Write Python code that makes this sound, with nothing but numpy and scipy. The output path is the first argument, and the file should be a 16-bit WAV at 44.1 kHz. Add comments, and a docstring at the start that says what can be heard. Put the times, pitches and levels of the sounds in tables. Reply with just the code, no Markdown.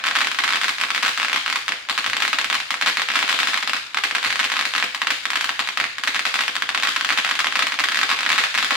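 """On a lawn at night, a fountain firework crackles some metres away.
Each bursting star sends out a tiny blast wave, heard as a crack. The ground and nearby surfaces reflect
it, walls add a low hollow ring, and the yard scatters it into a short dull tail. Underneath, the jet
hisses faintly, small sparks snap, and a few low thuds come from farther off."""
import sys
import numpy as np
from scipy import signal
from scipy.fft import rfft, irfft, next_fast_len
from scipy.io import wavfile
from scipy.ndimage import uniform_filter1d, minimum_filter1d

SR = 44100
rng = np.random.default_rng(int(sys.argv[2]) if len(sys.argv) > 2 else 0)


def log_audio(samples):
    """Write samples as a 16-bit WAV file to the path given in sys.argv[1]."""
    # one column per channel
    frames = np.atleast_2d(samples).T
    # limit to full scale, then quantise
    limited = np.clip(frames, -1, 1)
    pcm = np.round(limited * 32767).astype(np.int16)
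    wavfile.write(sys.argv[1], SR, pcm)


N = 386296
FFT_SIZE = next_fast_len(N + SR, True)   # room for the tails
BIN_HZ = np.maximum(np.arange(FFT_SIZE // 2 + 1) * SR / FFT_SIZE, 1)

# Spectrum of the burning jet and the night air. Each row: frequency in Hz, relative level in dB.
JET_SPECTRUM = [(25, -16), (70, -3), (130, -5.5), (400, -6.5), (1500, 5.5), (3500, -6.5), (7000, -26),
                (15000, -37)]
# Distant thuds. Each row: start in seconds, level in dB.
FAR_THUDS = [(2.07, -41.5), (4.26, -45.5), (5.79, -44.5)]
# Spectrum of the yard's scatter. Each row: frequency in Hz, relative level in dB.
YARD_SPECTRUM = [(60, -6), (150, -13.5), (280, -5), (420, -8.5), (700, -1.5), (1200, 0), (4000, 2.5),
                 (8000, 0.66), (15000, 5.5)]
# Reverberation of the yard. Each row: frequency in Hz, time to fall 60 dB in seconds.
YARD_DECAY = [(100, 1), (500, 0.32), (2000, 0.64), (6000, 0.84), (15000, 0.69)]
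# Modes between the walls. Each row: frequency in Hz, level in dB, time to fall 60 dB in seconds.
WALL_RESONANCES = [(120.7, -57, 0.66), (200, -50.5, 0.16), (287, -45.5, 0.12), (406.7, -47.5, 0.17),
                   (502.2, -47, 0.27), (601.5, -51.5, 0.31), (695, -49, 0.24), (801, -54.5, 0.33),
                   (942, -62, 0.087), (1105, -49, 0.13), (1337, -57.5, 0.24)]
# Reflections from nearby surfaces. Each row: delay in ms, left gain in dB, right gain in dB.
NEAR_REFLECTIONS = [(1.52, -16, -43), (1.96, -29, -19.5), (3.6, -7.5, -44), (3.9, -14.5, -8),
                    (4.7, -15.5, -11.5), (11.4, -24, -12), (12.6, -30, -11.5)]
# Ground effect: soft ground cancels the bass. Each row: frequency in Hz, gain in dB.
GROUND_EFFECT = [(80, -10), (300, -34), (550, 0.5), (900, 4), (5000, 4), (9000, 6.5), (15000, 9)]
# Response of two microphones to a crack. Each row: frequency in Hz, left gain in dB, right gain in dB.
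MIC_RESPONSE = [(58, -19, -25), (233, -1, 0.5), (538, 3, -1), (880, 7.5, 9.5), (1076, 13.5, 12.5),
                (1650, 13.5, 18.5), (2540, 14, 14.5), (3580, 14.5, 5), (5140, 9.5, -6.5), (5540, 4, 1.5),
                (7320, 2.5, -1), (11680, -9.5, -16.5), (15500, -16.5, -17)]
# Bursts of the loud stars. Each row: start in seconds, relative level in dB.
LOUD_STARS = [(-0.025, -1), (0.04, -3), (0.053, -3.5), (0.0688, 0.5), (0.0865, -5), (0.154, -2), (0.16, 0),
              (0.167, -1), (0.2067, -3.0), (0.2149, -1), (0.2223, -6), (0.2468, -5.5), (0.2718, -1.5),
              (0.3159, -6.0), (0.3471, -9), (0.388, 3.5), (0.4385, 1), (0.4456, -5.5), (0.479, -2.0),
              (0.506, -4), (0.525, -4), (0.535, -4), (0.5579, -2), (0.6148, -3), (0.644, -0.5),
              (0.6828, -2.5), (0.693, -3), (0.784, -8.5), (0.8131, -0.5), (0.8374, -0.5), (0.905, -1.0),
              (0.9486, -1), (0.979, -4.5), (1.031, 2.0), (1.05, -2), (1.0807, 2), (1.1763, -4.5),
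              (1.1997, -2), (1.2302, -2.5), (1.248, -3.0), (1.284, -4.5), (1.298, -5.5), (1.3307, 5.0),
              (1.3615, 3), (1.4623, -4), (1.5007, -5), (1.5272, -3.5), (1.5596, -1.5), (1.6814, -3),
              (1.7215, -1.5), (1.8886, -6.5), (1.8975, 2), (1.9782, 1), (2.044, -5), (2.0635, -1.5),
              (2.0991, -6.5), (2.1333, -0.5), (2.168, -1.5), (2.2036, -6), (2.2222, 3.0), (2.233, -9),
              (2.2518, -5), (2.279, -4.5), (2.331, 2.5), (2.3867, 1.5), (2.445, -4), (2.501, 0.5),
              (2.528, -1), (2.553, -3), (2.6029, -7), (2.7065, 0), (2.7422, -4.0), (2.8132, -2.5),
              (2.8241, -0.5), (2.8621, 0.5), (2.8716, 0.5), (2.878, -2), (2.9715, 1), (3.019, -1.5),
              (3.0877, -2.5), (3.1032, -2.5), (3.1384, -7.5), (3.1562, 5.5), (3.191, 0), (3.228, 2.5),
              (3.279, -7.5), (3.2947, 2.5), (3.3278, 5.5), (3.3901, 4), (3.404, -3.0), (3.4316, -0.5),
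              (3.473, 3), (3.5343, -3.5), (3.5431, 0), (3.5756, -4.0), (3.6273, -6), (3.6757, -2.5),
              (3.6963, -3.5), (3.734, 2), (3.946, -4), (3.972, 1.5), (4.0377, 3.5), (4.1113, -1.5),
              (4.151, 3), (4.1834, -5.5), (4.2296, -6), (4.2478, 4), (4.3051, -3), (4.3579, -4),
              (4.3937, -3), (4.399, 2), (4.4306, -6), (4.4504, -5), (4.5006, -6.5), (4.519, -3.5),
              (4.5397, -7), (4.5593, -9), (4.5924, -1.5), (4.6115, -3), (4.654, -0.5), (4.738, -3.5),
              (4.7518, -1), (4.781, -1.5), (4.8005, -6.5), (4.8262, 6), (4.9478, -5.5), (5.018, 1.0),
              (5.071, 1.0), (5.1052, 3), (5.255, -2.0), (5.304, -3.5), (5.3335, -3.5), (5.357, 2.0),
              (5.4105, -3), (5.4439, -2.5), (5.493, 1), (5.5935, 2.5), (5.6744, -7.5), (5.6891, -4.5),
              (5.774, -0.5), (5.8011, 3.5), (5.8416, -1), (5.9838, -8), (6.0374, -3.5), (6.0751, 2),
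              (6.1464, -4), (6.1571, -6.5), (6.194, -2), (6.2539, 4), (6.342, 0.5), (6.357, -3.5),
              (6.3912, -0.5), (6.408, -1.5), (6.4373, -6), (6.481, 0), (6.5549, -5.5), (6.6228, 0),
              (6.6914, 0), (6.7479, 0.5), (6.7762, -2), (6.8254, -6), (6.8336, 0.5), (6.8522, -3.5),
              (6.873, 5), (6.9627, 0.5), (7.0108, -2.5), (7.0478, -1), (7.091, -1), (7.1048, 4.5),
              (7.1244, -4.5), (7.1757, 3.5), (7.1865, 0), (7.2473, 0.5), (7.2656, -7.5), (7.2915, -5),
              (7.312, 0), (7.3543, -7), (7.3917, 0.5), (7.403, -4.5), (7.4451, 0), (7.47, 2),
              (7.5248, -4.5), (7.5558, 1.5), (7.5922, 4.5), (7.624, 2.5), (7.6695, -3), (7.722, -3),
              (7.79, -0.5), (7.7965, -2.0), (7.8397, 2.5), (7.8871, -2), (7.9227, -6), (7.946, -3.5),
              (7.9575, -6), (7.9725, -4), (7.9903, -1.5), (8.0142, -2.0), (8.0315, 2.5), (8.0927, -1.5),
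              (8.102, -3.0), (8.1145, 4), (8.19, -4), (8.2322, -3.5), (8.2634, 0.5), (8.292, 0),
              (8.3023, -0.5), (8.3186, -1.0), (8.3295, 2.0), (8.36, -6), (8.3803, 0), (8.385, 6.5),
              (8.4385, 2.5), (8.5435, -5.5), (8.5503, -2.5), (8.5771, -0.5), (8.5862, -0.5), (8.6273, 0),
              (8.6464, 0.5), (8.708, 8.5), (8.7538, -5)]


def from_db(db):
    """Amplitude ratio of a level in decibels."""
    return 10 ** (np.asarray(db) / 20)


def at_hz(table, hz, column=1):
    """Interpolation of a table column on a logarithmic frequency axis."""
    table = np.array(table)
    return np.interp(np.log(hz), np.log(table[:, 0]), table[:, column])


def unit_rms(x):
    """Normalisation to unit mean power."""
    return x / np.sqrt(np.mean(x ** 2) + 1e-20)


def diffuse_pair(mid, side, hz, corner_hz):
    """Coherence in a diffuse field: long waves reach left and right alike, short ones independently."""
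    coherence = 1 / (1 + (hz / corner_hz) ** 2)
    return np.sqrt(1 + coherence) * mid + np.sqrt(1 - coherence) * side * [[1], [-1]]


def blast_waves(times, gains, widths_ms):
    """Spectrum of blast waves: pressure jumps, then decays exponentially; wider pulses are duller."""
    starts = np.round(times * SR).astype(int)
    age = np.arange(int(SR / 1000))
    pulses = np.exp(-age / (widths_ms[:, None] * SR / 1000))
    pulses /= pulses.sum(axis=1, keepdims=True)
    train = np.zeros(FFT_SIZE)
    np.add.at(train, (starts[:, None] + age) % FFT_SIZE, gains[:, None] * pulses)
    return rfft(train)


def jet(level_db=-46.5):
    """Steady broadband noise: the soft rush of the burning tube over the low rumble of the night."""
    mid, side = rfft(rng.standard_normal((2, FFT_SIZE)))
    spectrum = diffuse_pair(mid, side, BIN_HZ, corner_hz=600) * from_db(at_hz(JET_SPECTRUM, BIN_HZ))
    return from_db(level_db) * unit_rms(irfft(spectrum, FFT_SIZE)[:, :N])


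def thuds(hz=122, t60=0.26, deep_hz=70, deep_db=-7, build_s=0.0091):
    """Damped oscillation: each distant thud is two low tones that swell and decay exponentially."""
    out = np.zeros(N)
    for start, db in FAR_THUDS:
        age = np.maximum(np.arange(N) / SR - start, 0)
        tones = np.sin(2 * np.pi * hz * age) + from_db(deep_db) * np.sin(2 * np.pi * deep_hz * age)
        out += tones * (1 - np.exp(-age / build_s)) * from_db(db - 60 * np.minimum(age / t60, 2))
    return out


def sparks(per_s=55, level_db=-24, width_ms=.012):
    """Spectrum of a Poisson process: small sparks snap faintly at independent, random moments."""
    times = np.flatnonzero(rng.random(N) < per_s / SR) / SR
    gains = from_db(level_db) * rng.random(len(times))
    return blast_waves(times, gains, np.full(len(times), width_ms))


def yard_scatter(gain_db=-36, build_s=0.001, early_s=0.025, facade_s=.133, facade_width_s=0.0054):
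    """Reverberation as a frequency response: early scatter, a tail dying by band, a far facade's echo."""
    age = np.arange(int(.7 * SR)) / SR
    envelope = (1 - np.exp(-(age / build_s) ** 2)) * (1 + np.exp(-age / early_s))
    envelope *= 1 + from_db(-3) * np.exp(-((age - facade_s) / facade_width_s) ** 2)
    # separate objects return the sound in clumps of a few milliseconds
    clumps = unit_rms(uniform_filter1d(rng.standard_normal(len(age)), size=110))
    envelope *= unit_rms(from_db(2.2 * np.clip(clumps, -2, 2)))
    white = rng.standard_normal((2, 2, len(age)))
    edges_hz = np.geomspace(40, 18000, 15)
    tail = 0
    for k, (low, high) in enumerate(zip(edges_hz, edges_hz[1:])):
        hz = np.sqrt(low * high)
        band = signal.butter(2, [low, high], "band", fs=SR, output="sos")
        mid, side = signal.sosfilt(band, white[k % 2])
        decay = from_db(-60 * age / at_hz(YARD_DECAY, hz))
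        tail += diffuse_pair(mid, side, hz, corner_hz=560) * envelope * decay
    return rfft(tail, FFT_SIZE) * from_db(at_hz(YARD_SPECTRUM, BIN_HZ) + gain_db)


def wall_ring(delay_s=.0105, build_s=0.0009, knock_s=0.01554, knock_width_s=0.0044, knock_hz=243):
    """Modal resonance as a frequency response: the walls answer with a hollow ring and a low knock."""
    t = np.arange(SR // 2) / SR
    age = np.maximum(t - delay_s, 0)
    ring = sum(from_db(db - 60 * age / t60) * np.sin(2 * np.pi * hz * age)
               for hz, db, t60 in WALL_RESONANCES)
    ring *= 1 - np.exp(-age / build_s)
    knock = np.exp(-((t - knock_s) / knock_width_s) ** 2) * np.cos(2 * np.pi * knock_hz * (t - knock_s))
    return rfft(ring + from_db(-41) * knock, FFT_SIZE)


def near_paths(times, gains, widths_ms, wander=.045, widening=1.55, left_lag_ms=0.044, shadow_hz=6500):
    """Interference spectrum of each crack and its first reflections, which shift with the star's place."""
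    draws = rng.standard_normal((len(times), len(NEAR_REFLECTIONS), 2))
    direct = blast_waves(times, gains, widths_ms)
    out = np.array([direct, direct])
    for k, (delay_ms, left_db, right_db) in enumerate(NEAR_REFLECTIONS):
        shift, scatter_db = draws[:, k].T
        delay_s = delay_ms / 1000 * (1 + wander * shift / np.sqrt(delay_ms))
        echo = blast_waves(times + delay_s, gains * from_db(scatter_db), widths_ms * widening)
        out += from_db([[left_db], [right_db]]) * echo
    out[0] *= np.exp(-2j * np.pi * BIN_HZ * left_lag_ms / 1000)
    out[1] /= np.sqrt(1 + (BIN_HZ / shadow_hz) ** 4)   # the right microphone faces away
    return out * from_db(at_hz(GROUND_EFFECT, BIN_HZ))


def star_bursts(chain_chance=.5, chain_delay_s=.016, volley_s=.06,
                split_above_db=0.26, split_chance=.45, split_delay_s=.003, split_share=0.37):
    """Chain reaction and fragmentation: times in seconds and relative levels in dB of all bursts."""
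    times, level_db = np.transpose(LOUD_STARS)
    chain_draw, split_draw = rng.random((len(times), 2)).T
    wait, size, gap = np.clip(rng.standard_normal((len(times), 3)), -2, 2).T
    # a loud star may set off a lesser one, the more likely the denser the volley
    chain_times = times + chain_delay_s * np.exp(.6 * wait)
    chain_db = -7.5 + 2.5 * size
    density = np.exp(-((chain_times[:, None] - times) / volley_s) ** 2).sum(axis=1)
    chained = chain_draw < chain_chance * density / density.mean()
    # some big stars break in two, and the second crack takes a share of the energy
    split = (level_db > split_above_db) & (split_draw < split_chance)
    split_times = times + split_delay_s * (1 + .5 * np.tanh(gap))
    first_db = level_db + 10 * np.log10(1 - split_share * split)
    second_db = level_db + 10 * np.log10(split_share)
    return (np.r_[times, split_times[split], chain_times[chained]],
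            np.r_[first_db, second_db[split], chain_db[chained]])


def crackle(gain_db=-1, width_ms=0.029, bounce_ms=.55, bounce_db=-11, regions=5):
    """Superposition spectrum of the stars' blasts and echoes; each spray region has its own yard tail."""
    times, level_db = star_bursts()
    size, height = rng.standard_normal((len(times), 2)).T
    region = np.tile(rng.integers(0, regions, len(times)), 2)
    gains = from_db(level_db + gain_db)
    widths_ms = np.tile(width_ms * gains ** 0.44 * np.exp(0.44 * size), 2)   # big stars sound fuller
    # comb filtering: the ground bounce colours each crack according to the star's height
    times = np.r_[times, times + bounce_ms / 1000 * np.exp(.5 * height)]
    gains = np.r_[gains, gains * from_db(bounce_db)]
    out = near_paths(times, gains, widths_ms)
    walls = wall_ring()
    for k in range(regions):
        out += blast_waves(times, gains * (region == k), widths_ms) * (yard_scatter() + walls)
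    return out


def scene(phase_rad=1.13):
    """Linear superposition: cracks and sparks, filtered by the microphones, over the jet and thuds."""
    response = from_db([at_hz(MIC_RESPONSE, BIN_HZ, column) for column in (1, 2)])
    response = response * np.exp(-1j * phase_rad)   # the phase shift makes each crack swing down, then up
    cracks = irfft((crackle() + sparks()) * response, FFT_SIZE)[:, :N]
    return cracks + jet() + thuds()


def limiter(x, threshold_db=-1.0, slope=0.86):
    """Peak limiting: the gain dips just ahead of each strong crack and recovers within milliseconds."""
    over_db = np.maximum(20 * np.log10(np.abs(x).max(axis=0) + 1e-9) - threshold_db, 0)
    release_ramp = 450 * np.arange(N) / SR
    held_db = np.maximum.accumulate(over_db + release_ramp) - release_ramp
    gain_db = minimum_filter1d(-slope * held_db, size=45)
    return x * from_db(uniform_filter1d(gain_db, size=45))


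def record(dry, clip_level=0.81, clean_below_hz=700, low_cut_hz=48, high_cut_hz=16000):
    """Clipping distortion: limited peaks snap brightly while the bass stays clean; rumble and top are cut."""
    limited = limiter(dry)
    distortion = np.clip(limited, -clip_level, clip_level) - limited
    bass_cut = signal.butter(2, clean_below_hz, "high", fs=SR, output="sos")
    clipped = limited + signal.sosfiltfilt(bass_cut, distortion)
    clipped = signal.sosfilt(signal.butter(2, low_cut_hz, "high", fs=SR, output="sos"), clipped)
    return signal.fftconvolve(clipped, signal.firwin(255, high_cut_hz, fs=SR)[None], "same", axes=1)


dry = scene()
out = record(dry)
log_audio(out)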